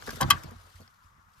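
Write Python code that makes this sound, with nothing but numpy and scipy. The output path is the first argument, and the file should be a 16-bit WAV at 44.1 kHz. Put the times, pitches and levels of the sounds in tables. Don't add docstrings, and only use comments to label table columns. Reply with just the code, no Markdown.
import sys
import numpy as np
from scipy import signal
from scipy.fft import rfft, irfft
from scipy.io import wavfile
from scipy.ndimage import uniform_filter1d

SR = 44100
rng = np.random.default_rng(int(sys.argv[2]) if len(sys.argv) > 2 else 0)


def convert_level_to_amplitude(level_db):
    exponent = np.asarray(level_db, float) / 20
    return 10 ** exponent


def output_pcm(signal):
    pcm = np.clip(np.atleast_2d(signal).T, -1, 1) * 32767
    wavfile.write(sys.argv[1], SR, np.round(pcm).astype(np.int16))


N = 61740

# (frequency [Hz], level [dB per Hz])
HUM_COLOUR = [(40, -3), (80, -2.5), (180, -7.5), (350, -26), (600, -21), (1200, -2.5), (2600, -23.5),
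              (4000, -32)]
# (frequency [Hz], level [dB per Hz])
MIC_COLOUR = [(1500, -28), (3500, -9.5), (6000, 0.5), (9500, -6.5), (12800, -3), (15500, -15.5)]
# (time [s], rustle level [dB], swish of sliding cloth [dB])
MOVEMENT = [(0, -52, -6), (.09, -45.5, -3.5), (0.187, -48.5, -3), (.25, -44, -13), (0.342, -41, -12),
            (.41, -49.5, -8.5), (0.559, -57.5, -8.5), (0.638, -62, 0), (0.741, -62.5, 1),
            (.79, -61.5, -2.5), (.84, -63, -4), (0.951, -79.5, 6), (1.07, -74.5, 4.5),
            (1.148, -69.5, -16.5), (1.342, -76, 1), (1.39, -75.5, 10.5)]
# (frequency [Hz], level [dB per Hz])
CLOTH_COLOUR = [(250, -19.5), (550, -7.5), (1400, -4.5), (3000, -20), (6000, -23), (9500, -34.5)]
# (frequency [Hz], level [dB per Hz])
SWISH_COLOUR = [(3000, 2.5), (6000, 0), (9500, -4), (12500, -4), (14500, -8.5), (15600, -20.5)]
# (frequency [Hz], likeness [-1 to 1])
LEFT_RIGHT_LIKENESS = [(150, 0.99), (550, -0.053), (1600, -0.21), (5000, 0.45), (9500, -0.17),
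                       (12500, 0.056)]
# (frequency [Hz], left minus right [dB])
HISS_BALANCE = [(100, -6.5), (950, 5), (3800, 6), (15000, -4)]

# (frequency [Hz], level [dB], time to fall 60 dB [s])
SEAT_TONES = [(46.7, -8.5, 0.32), (90.8, -7, 0.33), (124, -16, 0.2), (155.4, -8.5, 0.083),
              (182.5, -14, 0.091), (222, -8.5, 0.062), (337, -9.5, 0.097)]
# (time [s], level [dB], extra level of the upper tones [dB])
SEAT_PUSHES = [(0.076, -35.5, 3.5), (0.133, -36.5, 9.5), (0.213, -34.5, 22.5), (0.228, -28.5, 14),
               (.243, -21, 7.5), (0.274, -31.5, 12.5), (0.309, -38, 20), (0.334, -45.5, 22.5),
               (0.44, -38.5, 14), (0.475, -36.5, 1.5), (0.547, -35, -6.5), (0.639, -44, -12),
               (0.7439, -38, -38), (0.7983, -45, 7), (0.838, -61, 7), (1.042, -47, -7), (1.178, -50.5, 2.5)]

# (time [s], housing level [dB], metal level [dB], bright level [dB], scrape length [s])
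FUMBLES = [(.0228, -31.5, -33.5, -64, 0.00058), (.0741, -28.5, -25.5, -47, 0.00035),
           (.0775, -29, -43, -46, 0.0028), (.0897, -39, -29.5, -58, 0.0005),
           (.0915, -26, -27.5, -37, 0.0018), (.0965, -33.5, -52, -61, 0.002), (.1057, -33, -23, -33, 0.004),
           (.1125, -35, -50, -52, .002), (.122, -42, -52, -70, 0.0036), (.158, -62, -34, -35.5, 0.003),
           (.435, -42, -31, -39, 0.0038), (.4595, -68.5, -53, -63, 0.00084),
           (.509, -53, -41, -46.5, 0.0034), (.877, -48, -40.5, -73, 0.0013)]
# (frequency [Hz], level [dB], time to fall 60 dB [s])
LOOSE_TONES = [(490, -13, .025), (650, -11, .025), (1150, -2, .018), (1450, -1, .016), (1670, 2, .02),
               (1950, -4, .012), (2300, -8, .008), (3300, -6, .008), (4400, -4, .008), (5200, -2, .01)]
# (time [s], housing level [dB], metal level [dB], bright level [dB], scrape length [s])
HAND_PATS = [
    (.079, -27, -68.5, -75, 0.0032),
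    (.128, -32.5, -83, -65, 0.0098),
    (.17, -38.5, -70, -70, 0.0058),
    (.39, -47, -70, -62, 0.015),
    (.443, -37, -66, -71.5, 0.0018),
    (.515, -41.5, -73, -73, .005),
    (.7998, -47.5, -57, -64, 0.0019),
    (.8045, -57.5, -53.5, -52.5, 0.0058),
    (.815, -47, -45.5, -57, 0.012),
]
# (frequency [Hz], level [dB], time to fall 60 dB [s])
COVER_TONES = [(229, 0, 0.15), (327.6, -12.5, .04), (407, -3, 0.055), (502, 0, .03), (652, -4.5, 0.027),
               (910, -7, 0.0067), (1452, -11, 0.013), (2210, -17, 0.0046), (4460, 1.5, 0.035)]
# (time [s], housing level [dB], metal level [dB], bright level [dB], scrape length [s])
SHOVE_HITS = [
    (.2038, -19, -49, -35, 0.0011),
    (.2085, -13, -29.5, -23, 0.0015),
    (.2105, -22.5, -24.5, -20.5, 0.006),
    (.2142, -26, -28, -35.5, .003),
    (.2178, -13, -33, -44.5, .002),
    (.2205, -17.5, -34, -41.5, 0.0015),
    (.2255, -21, -33, -37.5, .002),
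    (.2268, -22, -25, -35.5, .003),
    (.2305, -30, -26, -35, .003),
    (.238, -20.5, -43.5, -48, .004),
]
# (frequency [Hz], level [dB], time to fall 60 dB [s])
HOUSING_TONES = [(340, -11, .04), (533, -6, 0.035), (775, -7, 0.028), (964, 0, 0.028), (1085, 2, 0.018),
                 (1165, -4, 0.022), (1520, -5, .014), (1680, -5, 0.018), (2060, 3, .015), (2550, 5, 0.008),
                 (3200, 7, 0.015), (3840, 4, 0.012), (4700, 0, .01), (5590, -2, 0.015)]
# (time [s], housing level [dB], metal level [dB], bright level [dB], scrape length [s])
SNAP_HITS = [(.3025, -13, -10.5, -10.5, 0.0053), (.3048, -13, -17.5, -11.5, 0.0029),
             (.3057, -14.5, -12, -20, 0.00075), (.30665, -9, -12, -22.5, 0.003),
             (.3076, -7.5, -7, -27, 0.003), (.3103, -20, -15.5, -19.5, 0.0029),
             (.3145, -22, -17, -37, 0.004), (.3205, -24, -35, -40.5, .003), (.325, -26, -26, -51, 0.0022),
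             (.3285, -29.5, -32.5, -46.5, 0.0024), (.3325, -24, -30, -50.5, 0.0013)]
# (frequency [Hz], level [dB], time to fall 60 dB [s])
LATCH_TONES = [(535, -8, 0.03), (1155, 0, 0.026), (1480, -9, 0.025), (1595, -4, 0.028), (1750, -9, 0.01),
               (2075, -1, 0.016), (2530, -5, 0.012), (3170, 5, 0.015), (3280, -4, 0.04), (3695, -8, .015),
               (4078, -6, .022), (4940, -7, 0.02), (5700, -8, 0.012), (6720, -10, .012)]
# (frequency [Hz], level [dB])
CONTACT_BRIGHTNESS = [(3000, -15), (6000, 3.5), (8200, -0.5), (10000, -2.5), (12000, 2), (14500, -6.5),
                      (16000, -23)]

# (frequency [Hz], side minus mid [dB])
BUCKLE_WIDTH = [(300, -5), (1200, -2.5), (3000, -3), (6000, 1), (10000, 0), (14000, -5)]
# (frequency [Hz], in-phase share of the side sound [-1 to 1])
BUCKLE_IN_PHASE = [(300, -.1), (700, .12), (1300, .1), (2400, .25), (4400, .3), (8000, -.15), (15000, -.1)]
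# (frequency [Hz], time to fall 60 dB [s])
CABIN_DECAY = [(300, 0.03), (1200, 0.11), (4000, 0.058), (12000, 0.012)]


def evened(x):
    return x / np.sqrt(np.mean(x ** 2) + 1e-20)


def read(points, hz):
    f, value = np.transpose(points)
    return np.interp(np.log(hz + 1), np.log(f + 1), value)


def add(mix, s, sound):
    part = mix[..., round(s * SR):][..., :sound.shape[-1]]
    part += sound[..., :part.shape[-1]]


def above(x, hz):
    return signal.sosfilt(signal.butter(3, hz, "high", fs=SR, output="sos"), x)


def ring(tones, seconds):
    t = np.arange(round(seconds * SR)) / SR
    out = np.zeros(len(t))
    for k, (hz, db, t60) in enumerate(tones):
        out += (-1) ** k * convert_level_to_amplitude(db - 60 * t / t60) * np.sin(2 * np.pi * hz * t)
    return out


def hiss(colour, patchy_db, flicker_db, size=512):
    frames, hz = 4 * N // size + 5, np.fft.rfftfreq(size, 1 / SR)
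    a, b, c, d, patches = rng.standard_normal((frames, len(hz), 5)).T
    patches = uniform_filter1d(patches, size=4096 // size, axis=1)
    patches = evened(uniform_filter1d(patches, size=size // 64, axis=0))
    flicker = evened(uniform_filter1d(rng.standard_normal(frames), size=3))
    like = np.clip(read(LEFT_RIGHT_LIKENESS, hz), -1, 1)[:, None]
    left, other = a + 1j * b, c + 1j * d
    right = like * left + np.sqrt(1 - like ** 2) * other
    tilt = convert_level_to_amplitude(read(HISS_BALANCE, hz)[:, None] / 2)
    z = np.array([left * tilt, right / tilt])
    bass_cut = np.minimum(hz / colour[0][0], 1) ** 3
    level = read(colour, hz)[:, None] + patchy_db * patches + flicker_db * flicker
    z *= convert_level_to_amplitude(level) * bass_cut[:, None]
    return evened(signal.istft(z, nperseg=size, noverlap=3 * size // 4)[1][:, :N])


def cabin_hum():
    return convert_level_to_amplitude(-62) * hiss(HUM_COLOUR + [(6000, -62.0)], 1.7, 0.98, size=2048)


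def microphone_hiss():
    return convert_level_to_amplitude(-77) * hiss(MIC_COLOUR, 1.2, .4)


def rustle():
    s, db, swish_db = np.transpose(MOVEMENT)
    t = np.arange(N) / SR
    grains = convert_level_to_amplitude(1.1 * np.minimum(rng.exponential(1, N), 4))
    grains *= rng.random(N) < 500 / SR
    grit = 1 + 0.014 * signal.lfilter([1], [1, -.985], grains)
    cloth = hiss(CLOTH_COLOUR + [(15000, -69)], 3.9, 0.46)
    swish = convert_level_to_amplitude(np.interp(t, s, swish_db)) * hiss(SWISH_COLOUR, 2.2, 2.4)
    return convert_level_to_amplitude(np.interp(t, s, db)) * (cloth + swish) * evened(grit)


def seat_sway():
    s, db, _ = np.transpose(MOVEMENT)
    noise = rng.standard_normal((2, N + 8000))
    a, b = signal.oaconvolve(noise, ring(SEAT_TONES, .18)[None], "valid", axes=1)[:, :N]
    sway = evened(np.array([a + 0.46 * b, a - 1.4 * b]))
    sway_db, follow = -56.5, 1.5
    return sway * convert_level_to_amplitude(sway_db + follow * (np.interp(np.arange(N) / SR, s, db) + 50.5))


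def contacts(rows, tones):
    rise_s, metal_hz, crunch_db = .0003, 1800, -6
    t, drive = np.arange(2000) / SR, np.zeros((3, N))
    noise = rng.standard_normal((len(rows), 3, 2000))
    for (s, housing_db, metal_db, bright_db, scrape), n in zip(rows, noise):
        burst = n * np.exp(-t / max(scrape, .0005)) * np.minimum(t / rise_s, 1)
        struck = burst[:2] / np.linalg.norm(burst[:2], axis=1)[:, None] * 0.51
        struck[:, 4] += (.8, .35)
        levels = np.array([[housing_db], [metal_db - 0.5], [bright_db]])
        add(drive, s, np.vstack([struck, burst[2]]) * convert_level_to_amplitude(levels))
    housing = ring([tone for tone in tones if tone[0] < metal_hz], .2)
    metal = ring([tone for tone in tones if tone[0] > metal_hz], .2)
    rung = signal.oaconvolve(drive[0], housing)[:N] + signal.oaconvolve(drive[1], metal)[:N]
    crunch = signal.sosfilt(signal.butter(2, (1700, 5000), "band", fs=SR, output="sos"), drive[1])
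    hz = np.fft.rfftfreq(N, 1 / SR)
    bright = irfft(rfft(drive[2]) * convert_level_to_amplitude(read(CONTACT_BRIGHTNESS, hz)) * (hz / (hz + 2500)) ** 2, N)
    return rung / 2 + convert_level_to_amplitude(crunch_db) * np.linalg.norm(metal) * crunch + bright


def tongue_fumbles():
    return above(contacts(FUMBLES, LOOSE_TONES), 310)


def seat_thumps():
    out, push = np.zeros((2, N)), np.hanning(round(0.0038 * SR))
    push = push / push.sum()
    for s, db, upper_db in SEAT_PUSHES:
        upper = [(hz, tone_db + upper_db, t60) for hz, tone_db, t60 in SEAT_TONES[2:]]
        low = signal.oaconvolve(ring(SEAT_TONES[:2], 0.68), push)
        high = signal.oaconvolve(ring(upper, 0.68), push)
        add(out, s, convert_level_to_amplitude(db) * np.array([low + high, low + np.roll(high, 40)]))
    return out


def hand_pats():
    return above(contacts(HAND_PATS, COVER_TONES), 150)


def tongue_shove():
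    return above(contacts(SHOVE_HITS, HOUSING_TONES), 340)


def latch_snap():
    return above(contacts(SNAP_HITS, LATCH_TONES), 880)


def cabin(x):
    taps = np.zeros((2, 8820))
    at = np.arange(40, 8800, 20) + rng.integers(0, 20, (2, 438))
    np.put_along_axis(taps, at, rng.choice([-1., 1.], at.shape), 1)
    hz, t, z = signal.stft(taps, SR, nperseg=128)
    fading = z * convert_level_to_amplitude(-60 * t / read(CABIN_DECAY, hz)[:, None])
    tail = above(signal.istft(fading, SR, nperseg=128)[1][:, :8820], 330)
    echo = signal.fftconvolve(x[None], convert_level_to_amplitude(-11) * tail / np.linalg.norm(tail[0]), axes=1)[:, :N]
    hz = np.fft.rfftfreq(N, 1 / SR)
    phase = np.arccos(np.clip(read(BUCKLE_IN_PHASE, hz), -1, 1))
    side = irfft(rfft(x) * convert_level_to_amplitude(read(BUCKLE_WIDTH, hz)) * np.exp(1j * phase), N)
    lean_db = 2
    return (np.array([x + side, x - side]) + echo) * convert_level_to_amplitude(np.array([[lean_db / 2], [-lean_db / 2]]))


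def scene():
    background = cabin_hum() + microphone_hiss() + rustle()
    seat = above(seat_sway() + seat_thumps(), 51) * convert_level_to_amplitude(np.array([[-1.2], [1.2]]))
    buckle = tongue_fumbles() + hand_pats() + tongue_shove() + latch_snap()
    return background + seat + cabin(buckle)


def top_cut(x):
    return signal.sosfilt(signal.butter(12, 16570, fs=SR, output="sos"), x)


def record(dry):
    low_pass = signal.firwin(127, 15850, window=("kaiser", 7), fs=SR)
    mix = signal.oaconvolve(dry, low_pass[None], "same")
    return top_cut(mix)


dry = scene()
out = record(dry)
output_pcm(out)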